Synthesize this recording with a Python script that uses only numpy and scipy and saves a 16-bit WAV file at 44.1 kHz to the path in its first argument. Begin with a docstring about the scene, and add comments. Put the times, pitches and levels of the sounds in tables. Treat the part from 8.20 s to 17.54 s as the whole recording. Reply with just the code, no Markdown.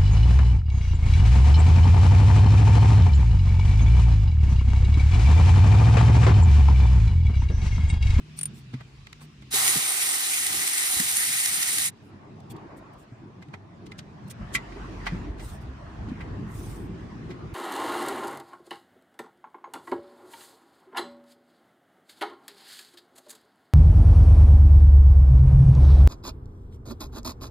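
"""Cordless ratchet under a car

Under a jacked-up car in a driveway, a cordless ratchet is clicked over by hand: its pawl strikes and rings. Then it
runs a bolt out for over two seconds: random tooth contacts excite the modes of the steel head, with motor whirr and
growl. Taps of socket and extension are noise bursts and bar modes, a sleeve rustles as filtered noise, dull bumps and
the motor's starting kick are damped low notes, and outdoors noise bands swell with a hum and a throb. Far-apart ports
share only the noise's bass."""
import sys
import numpy as np
from scipy import signal
from scipy.fft import rfft, irfft, next_fast_len
from scipy.io import wavfile
from scipy.ndimage import uniform_filter1d, map_coordinates

SR = 44100
rng = np.random.default_rng(int(sys.argv[2]) if len(sys.argv) > 2 else 0)


def int16_out(signal):
    """Quantize to a 16-bit WAV file."""
    q = np.round(np.clip(np.atleast_2d(signal).T, -1, 1) * 32767)
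    wavfile.write(sys.argv[1], SR, q.astype(np.int16))


def undo_db(level):
    """Turn decibels back into plain size, where 20 dB means ten times bigger."""
    steps = np.asarray(level, float) / 20
    return 10 ** steps


N = 411894


def unit(x):
    """Normalisation: the signal is scaled to rms 1."""
    return x / np.sqrt(np.mean(x ** 2) + 1e-20)


def along(points, hz):
    """Logarithmic frequency scale: (Hz, value) points are interpolated on a log axis."""
    f, v = np.transpose(points)
    return np.interp(np.log(hz + 1), np.log(f + 1), v)


def curve(rows, column, outside=None):
    """Linear interpolation: one column of a time table becomes one value per sample."""
    rows = np.array(rows)
    return np.interp(np.arange(N) / SR, rows[:, 0], rows[:, column], outside, outside)


def wobble(rate):
    """Band-limited fluctuation: a smooth curve runs through random knots, rate of them a second."""
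    knots = rng.standard_normal(int(N * rate / SR) + 4)
    return map_coordinates(knots, [np.arange(N) * rate / SR])


def filtered(x, response):
    """Linear filtering: the spectrum of x is multiplied by a complex response of frequency."""
    m = next_fast_len(N + SR // 2)
    return irfft(rfft(x, m) * response(np.fft.rfftfreq(m, 1 / SR)), m)[..., :N]


def resonant(modes):
    """Modal superposition: causal (Hz, width in Hz, dB) resonances add with alternating sign."""
    def response(f):
        return sum((-1) ** k * undo_db(db) * 1j * f * width / (hz * hz - f * f + 1j * f * width)
                   for k, (hz, width, db) in enumerate(modes))
    return response


def ringing(modes, t, t60_scale):
    """Free modal decay: modes start at random strengths, with random phases at each port."""
    out = 0
    for hz, db, t60 in modes:
        decay = undo_db(db + rng.normal(0, 1.6) - 60 * t / (t60 * t60_scale))
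        out = out + decay * np.sin(2 * np.pi * hz * t + rng.normal(0, 0.92, (2, 1)))
    return out


def burst(t, t60, centre_hz, width_hz):
    """Exponential decay: stereo noise of one band dies away from an rms of about 1."""
    # the resonance is squared for steep sides
    band = resonant([(centre_hz, width_hz, 0)])(np.fft.rfftfreq(len(t), 1 / SR)) ** 2
    noise = rng.standard_normal((2, len(t)))
    return unit(irfft(rfft(noise) * band, len(t))) * undo_db(-60 * t / t60)


def stroke(start_s, stop_s, rise_s, fall_s):
    """Amplitude envelope: the gain climbs from the start, holds at 1 and is gone at the stop."""
    t = np.arange(N) / SR
    return np.clip(np.minimum((t - start_s) / rise_s, (stop_s - t) / fall_s), 0, 1) ** 1.22


def wavering(rows, orders, wander):
    """Additive synthesis: partials follow one moving pitch while their phases and strengths wander."""
    phase = 2 * np.pi * np.cumsum(curve(rows, 1)) / SR
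    partials = sum(undo_db(db + 2.31 * wobble(8)) * np.sin(k * phase + wander * wobble(15)) for k, db in orders)
    return undo_db(curve(rows, 2, -120)) * partials


# Likeness of the two ports. Each row: frequency in Hz, left-right correlation from 0 to 1 before the spread factor.
PORT_LIKENESS = [(60, 0.985), (130, 0.9), (300, 0.82), (480, 0.65), (640, .2), (15000, .2)]


def rush(spectrum, patchy_db, spread=1):
    """Diffuse-field coherence: patchy stereo noise of rms 1; spread < 1 makes the ports less alike."""
    z = signal.stft(rng.standard_normal((2, N)), nperseg=512)[2]
    field = uniform_filter1d(rng.standard_normal(z.shape[1:]), size=4, axis=0)
    field = uniform_filter1d(field, size=10, axis=1)
    pair = signal.istft(z * undo_db(patchy_db * unit(field)), nperseg=512)[1][:, :N]

    def mid_side(hz):
        turn = np.arccos(np.clip(spread * along(PORT_LIKENESS, hz), -1, 1)) / 2
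        return undo_db(along(spectrum, hz)) * [np.cos(turn), np.sin(turn)]

    mid, side = filtered(pair, mid_side)
    return unit(np.array([mid + side, mid - side]))


# Spectra of the background noise layers. Each row: frequency in Hz, relative density in dB per Hz.
DEEP_SPECTRUM, DRONE_SPECTRUM, BOOM_SPECTRUM = [(19, -32.5), (32, -5.5), (54, 0), (105, -7.5), (140, -12),
                                                (230, -120)], [(56, -40.5), (95, -4), (225, -8),
                                                              (290, -37.5), (500, -120)], [(130, -38.5), (215, -3),
                                                                             (285, 2.5), (393, -1.5),
                                                                             (500, -12.5), (650, -39),
                                                                             (1100, -120)]
ROAD_SPECTRUM, WASH_SPECTRUM, AIR_SPECTRUM = [(290, -47), (500, -12), (652, -7), (1150, -13), (1500, -37),
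                                              (2530, -120)], [(620, -22.5), (1050, -5), (1880, -9),
                                                            (3000, -25.5), (3900, -55), (6600, -120)], [(1470, -13), (2500, -3),
                                                                          (4940, -10), (7390, -17.5),
                                                                          (10500, -27), (11500, -32),
                                                                          (15900, -34)]
# Low rumble. Each row: time in seconds, level in dB, level of the deepest part relative to it in dB.
RUMBLE_LEVELS = [(0, -51, -10), (.42, -47, -11.5), (.75, -57.5, 3), (1.28, -57.5, -3.5), (1.75, -61.5, -9),
                 (2.1, -65.5, -8), (2.35, -50, -11), (2.55, -67, -6), (2.9, -57, -7.5), (3.45, -56, -15),
                 (3.72, -53, -22.5), (3.95, -51.5, -15.5), (4.3, -47, -20), (4.5, -48.5, -9),
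                 (4.8, -55, -10), (5.4, -49.5, -15.5), (5.7, -46, -5.5), (6.0, -49, -20),
                 (6.16, -45.5, -16.5), (6.22, -36, -5.5), (6.5, -49, 3), (6.86, -46.5, 1.5),
                 (6.94, -35.5, -2), (7.1, -49, 10.5), (7.75, -47.5, 4), (7.9, -35.5, -3), (8.06, -45, 8),
                 (8.25, -39.5, -4), (8.5, -43.5, 4), (8.7, -40, -4), (9.34, -42.5, -3)]
# Far traffic. Each row: time in seconds, level in dB, level of its boom relative to it in dB.
TRAFFIC_LEVELS = [(0, -69.5, 8), (1.28, -73.5, 10), (1.5, -69, 19), (1.75, -70.5, 5), (2.35, -68, 16),
                  (2.6, -68, 9), (3.2, -68.5, 10), (3.5, -64, 10), (3.76, -63.5, 6.5), (4.06, -58, 4.5),
                  (4.27, -58, 2), (4.36, -50, 0.5), (4.58, -51.5, 0), (4.8, -57.5, -0.5), (5.35, -60.5, 5),
                  (5.7, -58.5, 8.5), (6.0, -57.5, -0.5), (6.17, -56.5, 4.5), (6.24, -51, -1),
                  (6.38, -50, 5.5), (6.72, -53, 9.5), (6.8, -51, 5.5), (6.95, -50.5, 6), (7.3, -53, 3.5),
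                  (7.55, -54.5, 1), (8.05, -51.5, 8), (8.7, -55, 9), (9.34, -54, 9.5)]
# Thin outdoor hiss. Each row: time in seconds, level in dB.
HISS_LEVELS = [(0, -60.5), (1.28, -61.5), (3.76, -68), (4.4, -68), (5.4, -70), (6.16, -64.5), (6.22, -61),
               (6.92, -56), (7.15, -64), (8.0, -62), (8.5, -62), (9.34, -62.5)]
# Hum at the start, and a deep throb like a far idling engine.
# Each row: time in seconds, pitch in Hz, level in dB before the partials' own levels.
HUM_TRACK, THROB_TRACK = [(0, 150, -50.5), (.17, 155, -43), (.32, 146, -48), (.54, 121, -44),
                          (.78, 137.8, -52.5), (.9, 140, -64), (1.04, 152, -42.5), (1.15, 148, -56.5),
                          (1.21, 130, -43.5), (1.3, 129, -48.5), (1.52, 135, -54.5), (1.6, 134.6, -79.5)], [(6.17, 50.4, -74), (6.21, 50.4, -42.5), (6.46, 48.83, -48),
                                       (6.52, 46.97, -39.5), (6.83, 44.53, -40), (7.33, 45.8, -41),
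                                       (7.53, 66.75, -41), (7.6, 69.4, -52.5), (7.66, 69.4, -76)]
# Partials of hum and throb. Each row: multiple of the pitch, mean level in dB.
HUM_PARTIALS, THROB_PARTIALS = [(.5, -10.5), (1, 1), (1.602, -14.5)], [(1, -1), (2, -10), (4, -9.5)]


def outside():
    """Incoherent summation: gusty rumble, far traffic in three bands, thin hiss, a wavering hum and a throb."""
    rumble_db, traffic_db, hiss_db = curve(RUMBLE_LEVELS, 1), curve(TRAFFIC_LEVELS, 1), curve(HISS_LEVELS, 1)
    gust_db = 1.8 * wobble(20) + 0.8 * wobble(7)  # shared by the low bands and, weaker, the road
    deep_db = rumble_db + curve(RUMBLE_LEVELS, 2) + gust_db + 1.8 * wobble(14)
    deep = undo_db(deep_db) * rush(DEEP_SPECTRUM, patchy_db=1.5)
    drone = undo_db(rumble_db + gust_db + 1.2 * wobble(14)) * rush(DRONE_SPECTRUM, patchy_db=0.54)
    boom_db = traffic_db + curve(TRAFFIC_LEVELS, 2) + gust_db + 1.01 * wobble(13)
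    boom = undo_db(boom_db) * rush(BOOM_SPECTRUM, patchy_db=2.5)
    road = undo_db(traffic_db + 0.37 * gust_db) * rush(ROAD_SPECTRUM, patchy_db=2.6, spread=0.17)
    # tyre wash: a middling level in dB that partly follows the traffic and the hiss
    wash_db = -61 + 0.69 * (traffic_db - traffic_db.mean()) + 0.67 * (hiss_db - hiss_db.mean())
    wash = undo_db(wash_db + 0.34 * wobble(17)) * rush(WASH_SPECTRUM, patchy_db=2.9, spread=0.36)
    air = undo_db(hiss_db + 0.77 * wobble(7.4)) * rush(AIR_SPECTRUM, patchy_db=2.0, spread=0.19)
    hum = wavering(HUM_TRACK, HUM_PARTIALS, wander=.25)
    throb = wavering(THROB_TRACK, THROB_PARTIALS, wander=.3)
    return deep + drone + boom + road + wash + air + hum + throb


# Sleeve and glove strokes. Each row: start in seconds, length in seconds, level in dB.
CLOTH_STROKES = [(0.162, 0.055, -49), (0.33, 0.1, -59), (0.997, 0.073, -60), (3.81, .12, -72.5),
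                 (4.295, 0.039, -49.5), (4.56, 0.044, -66), (4.728, .02, -65.5), (4.77, 0.088, -66),
                 (6.074, .02, -59), (6.095, .035, -47), (7.185, 0.22, -54), (7.4, 0.048, -68),
                 (8.25, 0.46, -55.5)]
# Spectrum of rubbed cloth. Each row: frequency in Hz, relative density in dB per Hz.
CLOTH_SPECTRUM = [(1470, -37), (2500, -7.5), (7220, -7), (8490, -2.5), (10700, -7), (11500, -18.5),
                  (14400, -3), (15900, -13)]


def rustle():
    """Friction noise: cloth slides in short, slightly grainy strokes."""
    gain = sum(undo_db(db) * stroke(s, s + length, rise_s=0.28 * length, fall_s=0.46 * length)
               for s, length, db in CLOTH_STROKES)
    return gain * undo_db(1.55 * wobble(60)) * rush(CLOTH_SPECTRUM, patchy_db=3.5)


# Pawl clicks as the head is turned by hand.
# Each row: time in seconds, click level in dB, level of the broad crack in dB before a common lift.
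PAWL_CLICKS = [(0.1892, -25, -16.5), (0.2112, -22.5, -19.5), (0.2315, -18, -25), (0.2554, -20.5, -24.5)]
# Modes of the pawl. Each row: frequency in Hz, level in dB, 60 dB decay time in seconds before a common factor.
PAWL_MODES = [(8650, -16.5, 0.033), (8630, -2.5, 0.026), (9200, 4.5, 0.049), (10100, -17.5, 0.038),
              (13350, -16.5, .02)]


def pawl():
    """Impact excitation: each tooth the pawl drops over gives a crack and a bright, chattering ring."""
    out, t = np.zeros((2, N + SR)), np.arange(SR // 8) / SR
    for s, db, crack_db in PAWL_CLICKS:
        ring = .5 * ringing(PAWL_MODES, t, 0.67) + 0.46 * burst(t, 0.0187, 9130, 1230)
        fizz = 0.08 * burst(t, 0.047, 11000, 7000)
        crack = undo_db(crack_db + 3.5) * burst(t, 0.04, 2700, 6260)
        attack = 1 - np.exp(-t / 0.00027)
        out[:, round(s * SR):][:, :len(t)] += undo_db(db) * (ring + fizz + crack) * attack
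    return out[:, :N]


# Contacts of socket and extension with the bolt. Each row: time in seconds, level in dB, hardness in dB,
# relative level of the bar's ring in dB, 60 dB decay time in seconds that each part scales.
BOLT_CONTACTS = [(0.539, -33.5, -2.5, -18.5, .064), (.6079, -41.5, -12, -12, 0.048),
                 (0.8702, -29.5, 4, -16.5, 0.021), (0.9297, -25, 5, -20, 0.017),
                 (1.0125, -44, -6.5, -25, 0.16), (1.223, -39.5, 3, -18, 0.052),
                 (4.2042, -43, 14, -33.5, .021), (4.3657, -38, 7.5, -34, 0.028),
                 (5.2245, -39, 1, -13.5, 0.059), (5.2859, -46, 1, -16, 0.033),
                 (5.3396, -35.5, -10, -10, 0.05), (5.666, -34.5, 5, -26, 0.047),
                 (5.7196, -32.5, 1, -13, 0.039), (5.79, -23.5, 6.5, -29.5, 0.049),
                 (6.112, -38, 24.5, -16, .04), (6.3515, -14, 15, -10.5, 0.082), (6.5235, -48, 8, 1, .04),
                 (6.8686, -21.5, -5, -8.5, 0.078), (7.199, -34.5, 5, -20, 0.13),
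                 (7.8888, -41, -5, -27, 0.11), (8.0086, -42, -12, -3.5, .1), (9.1074, -36, -2, -16, 0.11)]
# Modes of the extension bar. Each row: frequency in Hz, level in dB, decay time as a share of the contact's.
BAR_MODES = [(1134, -9, 1.4), (1350, -6.5, 1.3), (1600, 16.5, 0.25), (1956, 2.5, 1.3), (2060, 4.5, 1.3),
             (2271, 3, 0.26), (2448, 0.5, 0.8), (2830, -20, 1.8), (3150, -7, .8), (3520, -20, 1.9),
             (3820, -15, 0.84), (5550, -17, 0.38)]


def taps():
    """Contact stiffness: harder blows trade low chatter for treble as the loose socket taps and the bar rings."""
    out, t = np.zeros((2, N + SR)), np.arange(SR // 4) / SR
    for s, db, hard_db, ring_db, t60 in BOLT_CONTACTS:
        t60 = max(t60, .01)
        rise_s = 0.07 * t60
        # thud, body, clank, treble: level in dB, share of the decay time, centre in Hz, width in Hz
        bands = [(-11.5 - hard_db, .8, 600, 700), (-9.5 - hard_db, 1.1, 1100, 1500),
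                 (-9.5, .9, 3600, 3000), (-19.5 + hard_db, .55, 7500, 5000)]
        chatter = sum(undo_db(level) * burst(t, share * t60, hz, width) for level, share, hz, width in bands)
        ring = ringing(BAR_MODES, t, t60) + 1.95 * burst(t, 0.9 * t60, 2260, 600)
        sound = 0.88 * chatter + undo_db(ring_db) * ring
        start = round((s - rise_s) * SR)
        out[:, start:start + len(t)] += undo_db(db) * sound * (1 - np.exp(-(t / rise_s) ** 2))
        # a scrape, a decay played backwards, swells up to the blow
        slide = sum(undo_db(level) * burst(t, 0.47 * t60, hz, width) for level, _, hz, width in bands)
        out[:, start - len(t):start] += undo_db(db - 15) * slide[:, ::-1]
    return out[:, :N] * undo_db([[-.6], [.6]])


# Dull bumps, and the motor's starting kick at 1.335 s. Each row: start in seconds, level in dB, note in Hz,
# 60 dB decay time in seconds, relative level of the knock in dB before a common lift.
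BUMPS_AND_KICK = [(0.535, -40.5, 62, 0.082, -10), (0.535, -21.5, 131, 0.12, -6),
                  (0.608, -29, 130, 0.057, -24), (1.335, -31, 420, 0.09, -8.5),
                  (1.557, -23, 218, 0.066, -7), (1.565, -19.5, 152, 0.055, -30),
                  (2.766, -28.5, 71, 0.056, -20), (2.798, -18.5, 190, 0.054, -14),
                  (4.918, -32.5, 117, 0.14, -12.5), (5.28, -31.5, 145, 0.12, -18),
                  (6.921, -16.5, 171, 0.075, -12), (7.881, -23, 62.2, 0.061, -3.5),
                  (7.917, -14.5, 245, 0.039, -23), (8.348, -22, 112, 0.08, -19)]
# Hollow knock above each note. Each row: frequency in Hz, level in dB, decay time in seconds before a common factor.
KNOCK_MODES = [(245, 0.5, 0.075), (284, -3, 0.069), (420, -10.5, 0.045)]


def bumps_and_kick():
    """Damped oscillation: each bump or kick rings one low note, the same at both ports, and a short hollow knock."""
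    out, t = np.zeros(N + SR), np.arange(SR // 4) / SR
    for s, db, hz, t60, knock_db in BUMPS_AND_KICK:
        note = undo_db(-60 * t / max(t60, .02)) * np.sin(2 * np.pi * hz * t)
        knock = undo_db(knock_db + 7) * ringing(KNOCK_MODES, t, 0.79)[0]
        out[round(s * SR):][:len(t)] += undo_db(db) * (note + knock) * (1 - np.exp(-t / 0.0068))
    return out[:N]


START_S, STOP_S = 1.304, 3.708  # trigger pulled, motor at rest again
# The pawl bites hard. Each row: time in seconds, rise over the running level in dB.
HARD_BITES = [(1.48, 5), (2.269, 4.5), (2.33, 5), (2.477, 4), (2.582, 4), (2.776, 3), (2.801, 4.5),
              (2.97, 4.5), (3.26, 6.5), (3.43, 6), (3.585, 6)]


def effort():
    """Load dependence: gain and growl in dB as the motor strains until the bolt gives, then runs free with bites."""
    run_db, tight_db, loose_s, ease_s = -27.5, 4, 1.593, 0.027  # tight_db: extra until the bolt breaks loose
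    strain_db, free_db, settle_s = -12, -19.5, 0.79  # growl against the ratchet's gain
    bite_s = 0.003
    t = np.arange(N) / SR
    load_db = tight_db * (1 - np.tanh((t - loose_s) / ease_s)) / 2
    bite_db = sum(db * np.exp(-((t - s) / bite_s) ** 2) for s, db in HARD_BITES)
    gain = undo_db(run_db + load_db + bite_db) * stroke(START_S, STOP_S, rise_s=0.039, fall_s=0.049)
    settling_db = free_db + (strain_db - free_db) * np.exp(-np.abs(t - START_S) / settle_s)
    # bites are taken off again so that they do not lift the growl
    return gain, settling_db - bite_db + 1.8 * wobble(7)


# Resonances of the ratchet head. Each row: frequency in Hz, width in Hz, mean level in dB.
HEAD_MODES = [(1910, 222, -3), (2220, 450, -7), (3896, 330, -8.5), (5564, 97, -8.5), (6500, 580, -9.5),
              (8090, 450, -4.5), (8820, 235, -2), (9784, 370, -0.5), (9795, 120, -0.5), (11160, 571, -3),
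              (13400, 710, -14.5)]
# Whirr of motor and gears. Each row: frequency in Hz, relative density in dB per Hz.
WHIRR_SPECTRUM = [(760, -40.5), (1300, -13), (1940, -8.5), (2900, -7), (4200, -8), (7020, -8.5), (9620, -4),
                  (11700, -14), (14200, -8), (15100, -13), (15900, -45.5)]
# Housing resonances in which the motor growls. Each row: frequency in Hz, width in Hz, level in dB.
HOUSING_MODES = [(367, 130, -7.5), (769, 65, 1.5), (1050, 170, -3), (1251, 80, 2.5), (1510, 240, -5)]


def ratchet():
    """Source-filter principle: thousands of uneven tooth contacts a second ring the head, with whirr and growl."""
    crowding = undo_db(2.4 * wobble(45) + 1.0 * wobble(6))  # contacts clump as the pawl slips and bites
    # three independent signals: one direct, two scattered
    hit = rng.random((3, N)) < 4000 / SR * crowding
    strength_db = np.minimum(3.7 * rng.exponential(size=(3, N)), 9)
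    teeth = hit * rng.standard_normal((3, N)) * undo_db(strength_db)
    rattle, on = np.zeros((3, N)), slice(round(START_S * SR), round(STOP_S * SR))
    for k, (hz, width, db) in enumerate(HEAD_MODES):
        swell = undo_db(db + 2.5 * wobble(20)[on])  # each mode swells by itself as the head shakes in the hand
        mode = signal.lfilter(*signal.iirpeak(hz, hz / width, SR), teeth[:, on])
        rattle[:, on] += (-1) ** k * swell * mode
    rattle /= rattle[:, on].std()
    whirr_noise = crowding ** 0.17 * rng.standard_normal((3, N))
    whirr = unit(filtered(whirr_noise, lambda f: undo_db(along(WHIRR_SPECTRUM, f))))
    growl = unit(filtered(rng.standard_normal((3, N)),
                          lambda f: resonant(HOUSING_MODES)(f) / (1 + (f / 2000) ** 4)))
    gain, growl_db = effort()
    direct, *scattered = gain * (undo_db(-1.5) * rattle + undo_db(-2) * whirr + undo_db(growl_db) * growl)
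    lag_s = .0002  # the direct sound reaches the left port this much after the right

    def path(f):
        delay = np.exp(-1j * np.pi * f * lag_s * np.array([[1], [-1]]))
        return delay * undo_db(along([(3000, -1.5), (9000, 1.5)], f))

    # floor pan and ground scatter the rest, unlike from port to port
    return (.62 * filtered(direct, path) + .78 * np.array(scattered)) * undo_db([[-.4], [.4]])


def scene():
    """Superposition: the pressures of all sources add at the two ports."""
    return outside() + rustle() + pawl() + taps() + bumps_and_kick() + ratchet()


def top_cut(x):
    """Nothing passes above the cut-off."""
    return signal.sosfilt(signal.butter(12, 16080, fs=SR, output="sos"), x)


# Response of the phone's microphones. Each row: frequency in Hz, gain in dB.
MICROPHONE_RESPONSE = [(20, -22), (32, -13), (42, 0.5), (10500, 2), (11600, -7.5), (12600, 4.5),
                       (15000, -3.5), (15700, -9.5), (16000, -56.5)]


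def record(dry):
    """Transducer response: the microphones colour the finished mix."""
    mix = filtered(dry, lambda f: undo_db(along(MICROPHONE_RESPONSE, f)))
    return top_cut(mix)


dry = scene()
out = record(dry)
int16_out(out)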